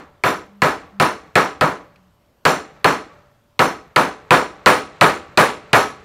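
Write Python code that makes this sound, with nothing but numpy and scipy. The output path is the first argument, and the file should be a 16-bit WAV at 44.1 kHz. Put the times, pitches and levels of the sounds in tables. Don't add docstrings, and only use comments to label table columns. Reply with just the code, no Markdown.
import sys
import numpy as np
from scipy import signal
from scipy.fft import rfft, irfft
from scipy.io import wavfile
from scipy.ndimage import uniform_filter1d, minimum_filter1d

SR = 44100
rng = np.random.default_rng(int(sys.argv[2]) if len(sys.argv) > 2 else 0)


def wav_out(sig):
    wavfile.write(sys.argv[1], SR, np.round(np.clip(np.atleast_2d(sig).T, -1, 1) * 32767).astype(np.int16))


def rack_gain(trim_db):
    fader = np.asarray(trim_db, float)
    return 10 ** (fader / 20)


N = 266696


def read(points, hz):
    f, value = np.transpose(points)
    return np.interp(np.log(hz + 1), np.log(f + 1), value)


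def evened(x):
    return x / np.sqrt(np.mean(x ** 2) + 1e-20)


def add(mix, start_s, sound):
    at = round(start_s * SR)
    sound = sound[max(-at, 0):]
    part = mix[max(at, 0):][:len(sound)]
    part += sound[:len(part)]


# f/Hz, level/dB
AIR_SPECTRUM = [(15, -44.5), (25, -3.5), (87, 6), (516, -8), (575, -3), (754, -9), (988, -7.5), (1940, -17),
                (3080, -17.5), (3430, -19), (10400, -30), (12900, -26), (16000, -32)]
AIR_RMS_DB = -60


def air():
    frames, hz = N // 256 + 5, np.fft.rfftfreq(1024, 1 / SR)
    real, imag, patches = rng.standard_normal((frames, len(hz), 3)).T
    patches = uniform_filter1d(patches, size=10, axis=0)
    patches = evened(uniform_filter1d(patches, size=16, axis=1))
    level_db = read(AIR_SPECTRUM, hz)[:, None] + 1.5 * patches
    spectrogram = (real + 1j * imag) * rack_gain(level_db)
    noise = signal.istft(spectrogram, nperseg=1024, noverlap=768)[1][:N]
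    return rack_gain(AIR_RMS_DB) * evened(noise)


# centre t/s, f/Hz, peak level/dB, time from centre to 2 dB down/s
HUM_SWELLS = [(.565, 201.5, -44, 0.041), (0.985, 198, -39, 0.026), (2.043, 185, -53, 0.025)]


def hum():
    t = np.arange(N) / SR
    out = np.zeros(N)
    for centre_s, hz, peak_db, half_s in HUM_SWELLS:
        envelope = rack_gain(peak_db - 2.0 * ((t - centre_s) / half_s) ** 2)
        out += envelope * np.sin(2 * np.pi * hz * t)
    return out


TICK_HZ, TICKS_PER_S, MEAN_TICK_DB = 12950, 30, -73.5


def ticking():
    out = np.zeros(N)
    t = np.arange(400) / SR
    tick = signal.windows.hann(len(t)) * np.sin(2 * np.pi * TICK_HZ * t)
    draws = rng.standard_normal((round(N / SR * TICKS_PER_S), 2))
    for k, (jitter, size) in enumerate(draws):
        add(out, k / TICKS_PER_S + .008 * jitter, rack_gain(MEAN_TICK_DB + 2.7 * size) * tick)
    return out


# f/Hz, level/dB
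CRACK_SPECTRUM = [(500, -23), (1600, -6), (2400, 12), (3200, -6), (4300, 4), (5400, -12), (9000, -20),
                  (12000, -22), (15000, -30)]


def crack(t60_s, rebound_db):
    t = np.arange(2048) / SR
    weights = rack_gain(read(CRACK_SPECTRUM, np.fft.rfftfreq(len(t), 1 / SR)))
    noise = evened(irfft(rfft(rng.standard_normal(len(t))) * weights))
    fall = rack_gain(-60 * t / t60_s) * np.minimum(t / 0.00022, 1)
    envelope = fall.copy()
    for late, size in rng.random((3, 2)):
        add(envelope, 0.00033 + 0.079 * late, rack_gain(rebound_db - 24 * size) * fall)
    return noise * envelope


# t/s, level/dB, t60/s
BLADE_TAP = (1.959, -47, .03)


def blade_tap():
    out = np.zeros(N)
    start_s, level_db, t60_s = BLADE_TAP
    add(out, start_s, rack_gain(level_db) * crack(t60_s, rebound_db=-38.5))
    return out


TOUCH_HZ, TOUCH_T60_S = 8500, .0022


def touch():
    t = np.arange(128) / SR
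    hz = TOUCH_HZ * rng.uniform(.8, 1.25)
    return rack_gain(-60 * t / TOUCH_T60_S) * np.sin(2 * np.pi * hz * t)


MODE_SPREAD_DB = 2.5


def ring(modes, t, rise_s, blur):
    hz, level_db, t60_s = np.transpose(modes)[:, :, None]
    offset = (np.fft.rfftfreq(len(t), 1 / SR) - hz) / (blur * hz)
    tones = irfft(rfft(rng.standard_normal(len(t))) * np.exp(-.5 * offset ** 2))
    tones = tones / tones.std(axis=1, keepdims=True)
    struck_db = level_db + MODE_SPREAD_DB * rng.standard_normal(level_db.shape)
    decaying = tones * rack_gain(struck_db - 60 * t / t60_s)
    return decaying.sum(0) * (1 - np.exp(-t / rise_s)) ** 2


# f/Hz, level/dB
KNOCK_SPECTRUM = [(30, -42), (140, -5), (230, -8.5), (450, -3.5), (800, -3.5), (1200, -3.5), (1650, -7),
                  (2300, -13.5), (3200, -21.5), (4200, -23.5), (5000, -30), (8000, -33.5), (10000, -39),
                  (16000, -43)]
# f/Hz, rise/ms, early t60/s, late t60/s, late level re early/dB
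TAIL_BANDS = [(52, 11, 0.39, 1.2, -14.5), (119, 1.5, 0.19, 1.4, -33), (286, 3.6, 0.26, 0.65, -25.5),
              (650, 6.7, 0.21, 0.76, -31.5), (1500, 0.47, 0.21, 0.93, -36), (3000, 1.2, 0.23, 0.69, -27),
              (6500, 0.62, 0.24, 1.1, -36.5), (11600, 0.81, 0.18, 0.37, -37)]
HOLD_S = 0.059
UPPER_MID_SHARE = 0.8


def tail(noise, bass_db, bright_db, t):
    hz = np.fft.rfftfreq(len(t), 1 / SR)
    tilt = [(180, bass_db), (400, 0), (1400, 0), (2600, UPPER_MID_SHARE * bright_db), (8000, bright_db)]
    knock_db = read(KNOCK_SPECTRUM, hz)
    untilted_rms = np.sqrt(np.mean(rack_gain(knock_db) ** 2))
    knock = rfft(noise) * rack_gain(knock_db + read(tilt, hz)) / untilted_rms
    place = read([(row[0], k) for k, row in enumerate(TAIL_BANDS)], hz)
    lumps = uniform_filter1d(rng.standard_normal((len(TAIL_BANDS), len(t))), size=150)
    lumps = evened(uniform_filter1d(lumps, size=150))
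    age_s = t ** 2 / (t + HOLD_S)
    out = np.zeros(len(t))
    for k, (_, rise_ms, early_t60_s, late_t60_s, late_db) in enumerate(TAIL_BANDS):
        share = np.cos(np.pi / 2 * np.clip(place - k, -1, 1)) ** 2
        early = rack_gain(-60 * age_s / early_t60_s)
        late = rack_gain(late_db - 60 * t / late_t60_s)
        clatter = rack_gain(2.3 * lumps[k] * k / len(TAIL_BANDS))
        rise = 1 - np.exp(-t * 1e3 / rise_ms)
        out += irfft(knock * share, len(t)) * np.sqrt(early ** 2 + late ** 2) * clatter * rise
    return out


# f/Hz, relative level/dB, t60/s
BENCH_MODES = [(154.3, -12.5, .25), (297, -16, 0.39), (380.6, -6.5, 0.22), (438.6, -11, .3),
               (502.3, -7.5, .3), (629, -7, 0.29), (710, -5.5, 0.2), (779, -12, 0.37), (1001, 1, 0.26),
               (1135, -10.5, 0.37), (1277, -0.5, 0.28), (1700, -8.5, 0.27), (1950, -10, .2),
               (2450, -17, 0.18)]
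# f/Hz, level re knock/dB, t60/s
TOOL_MODES = [(434, -44, .8), (583, -52.5, 1.6), (1345, -52, .9)]
# f/Hz, relative level/dB, t60/s
BLADE_MODES = [(3570, -6, .2), (4260, -4, 0.25), (5335, -7, 0.26), (5726, -5.5, 0.25), (6260, -8.5, 0.25),
               (7270, -8, 0.25), (7990, -17.5, 0.12), (9270, -6, 0.23), (9760, -10.5, 0.19),
               (10970, -9, 0.23), (11900, -9.5, .17), (12600, -9, 0.18), (13700, -17, 0.2),
               (15150, -14.5, .19)]
# t/s, strength/dB, brightness/dB, blade ring re knock/dB
BLOWS = [(-.17, -2.5, -3.5, -22), (0.237, -3, -1, -12), (0.619, 2.5, -1.5, -16.5), (0.999, 2.5, 1, -13),
         (1.355, 5.5, -0.5, -17), (1.61, 0, -4, -19), (2.452, 5.5, 1, -10.5), (2.844, 5, 0, -16.5),
         (3.592, 2, -1, -13), (3.961, 6.5, 0, -14.5), (4.307, 9.5, 0, -14), (4.66, 12.5, 2.5, -13),
         (5.011, 8.5, 1.5, -14), (5.374, 11, 2.5, -14), (5.731, 8, 2, -11)]
BENCH_RE_KNOCK_DB = -9.5
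BLADE_RISE_S, BLADE_BLUR = .025, .015
USUAL_DB, BASS_LAG = 6, 0.083
CRACK_DB, CRACK_PER_BRIGHTNESS = 0.5, 0.99
TOUCH_DB, TOUCH_PER_BRIGHTNESS = -10, 1.2
CRACK_LAG_S, TIMBER_LAG_S = .0005, .001
ALIKE = .6


def mallet():
    t = np.arange(2 ** 15) / SR
    first, second = rng.standard_normal((2, len(t)))
    out = np.zeros(N)
    for k, (start_s, strength_db, bright_db, blade_db) in enumerate(BLOWS):
        turn = np.pi / 2 * k / len(BLOWS)
        common = np.cos(turn) * first + np.sin(turn) * second
        noise = np.sqrt(ALIKE) * common + np.sqrt(1 - ALIKE) * rng.standard_normal(len(t))
        blow = tail(noise, -BASS_LAG * (strength_db - USUAL_DB), bright_db, t)
        blow += rack_gain(BENCH_RE_KNOCK_DB) * ring(BENCH_MODES, t, rise_s=0.00089, blur=0.012)
        blow += ring(TOOL_MODES, t, rise_s=0.01, blur=0.004)
        add(blow, 0, rack_gain(blade_db) * ring(BLADE_MODES, t[:len(t) // 2], BLADE_RISE_S, BLADE_BLUR))
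        touch_db = strength_db + TOUCH_DB + TOUCH_PER_BRIGHTNESS * bright_db
        crack_db = strength_db + CRACK_DB + CRACK_PER_BRIGHTNESS * bright_db
        add(out, start_s, rack_gain(touch_db) * touch())
        add(out, start_s + CRACK_LAG_S, rack_gain(crack_db) * crack(t60_s=0.018, rebound_db=-9))
        add(out, start_s + TIMBER_LAG_S, rack_gain(strength_db) * blow)
    return out


def scene():
    return (air() + hum() + ticking() + blade_tap() + mallet())[None]


def top_cut(x):
    return signal.sosfilt(signal.butter(12, 16510, fs=SR, output="sos"), x)


THRESHOLD_DB, RECOVERY_DB_PER_S = -8.0, 82.4
SLOPE = 0.63
EDGE_HZ = 15750


def record(dry):
    peak_db = 20 * np.log10(abs(dry[0]) + 1e-9)
    recovery_db = np.arange(N) * RECOVERY_DB_PER_S / SR
    held_peak_db = np.maximum.accumulate(peak_db + recovery_db) - recovery_db
    over_db = np.maximum(held_peak_db - THRESHOLD_DB, 0)
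    early_db = -minimum_filter1d(-over_db, size=65)
    limited = dry / rack_gain(SLOPE * uniform_filter1d(early_db, size=33))
    lowpass = signal.firwin(255, EDGE_HZ, fs=SR)[None]
    mix = signal.oaconvolve(np.clip(limited, -1, 1), lowpass, "same")
    return top_cut(mix)


dry = scene()
out = record(dry)
wav_out(out)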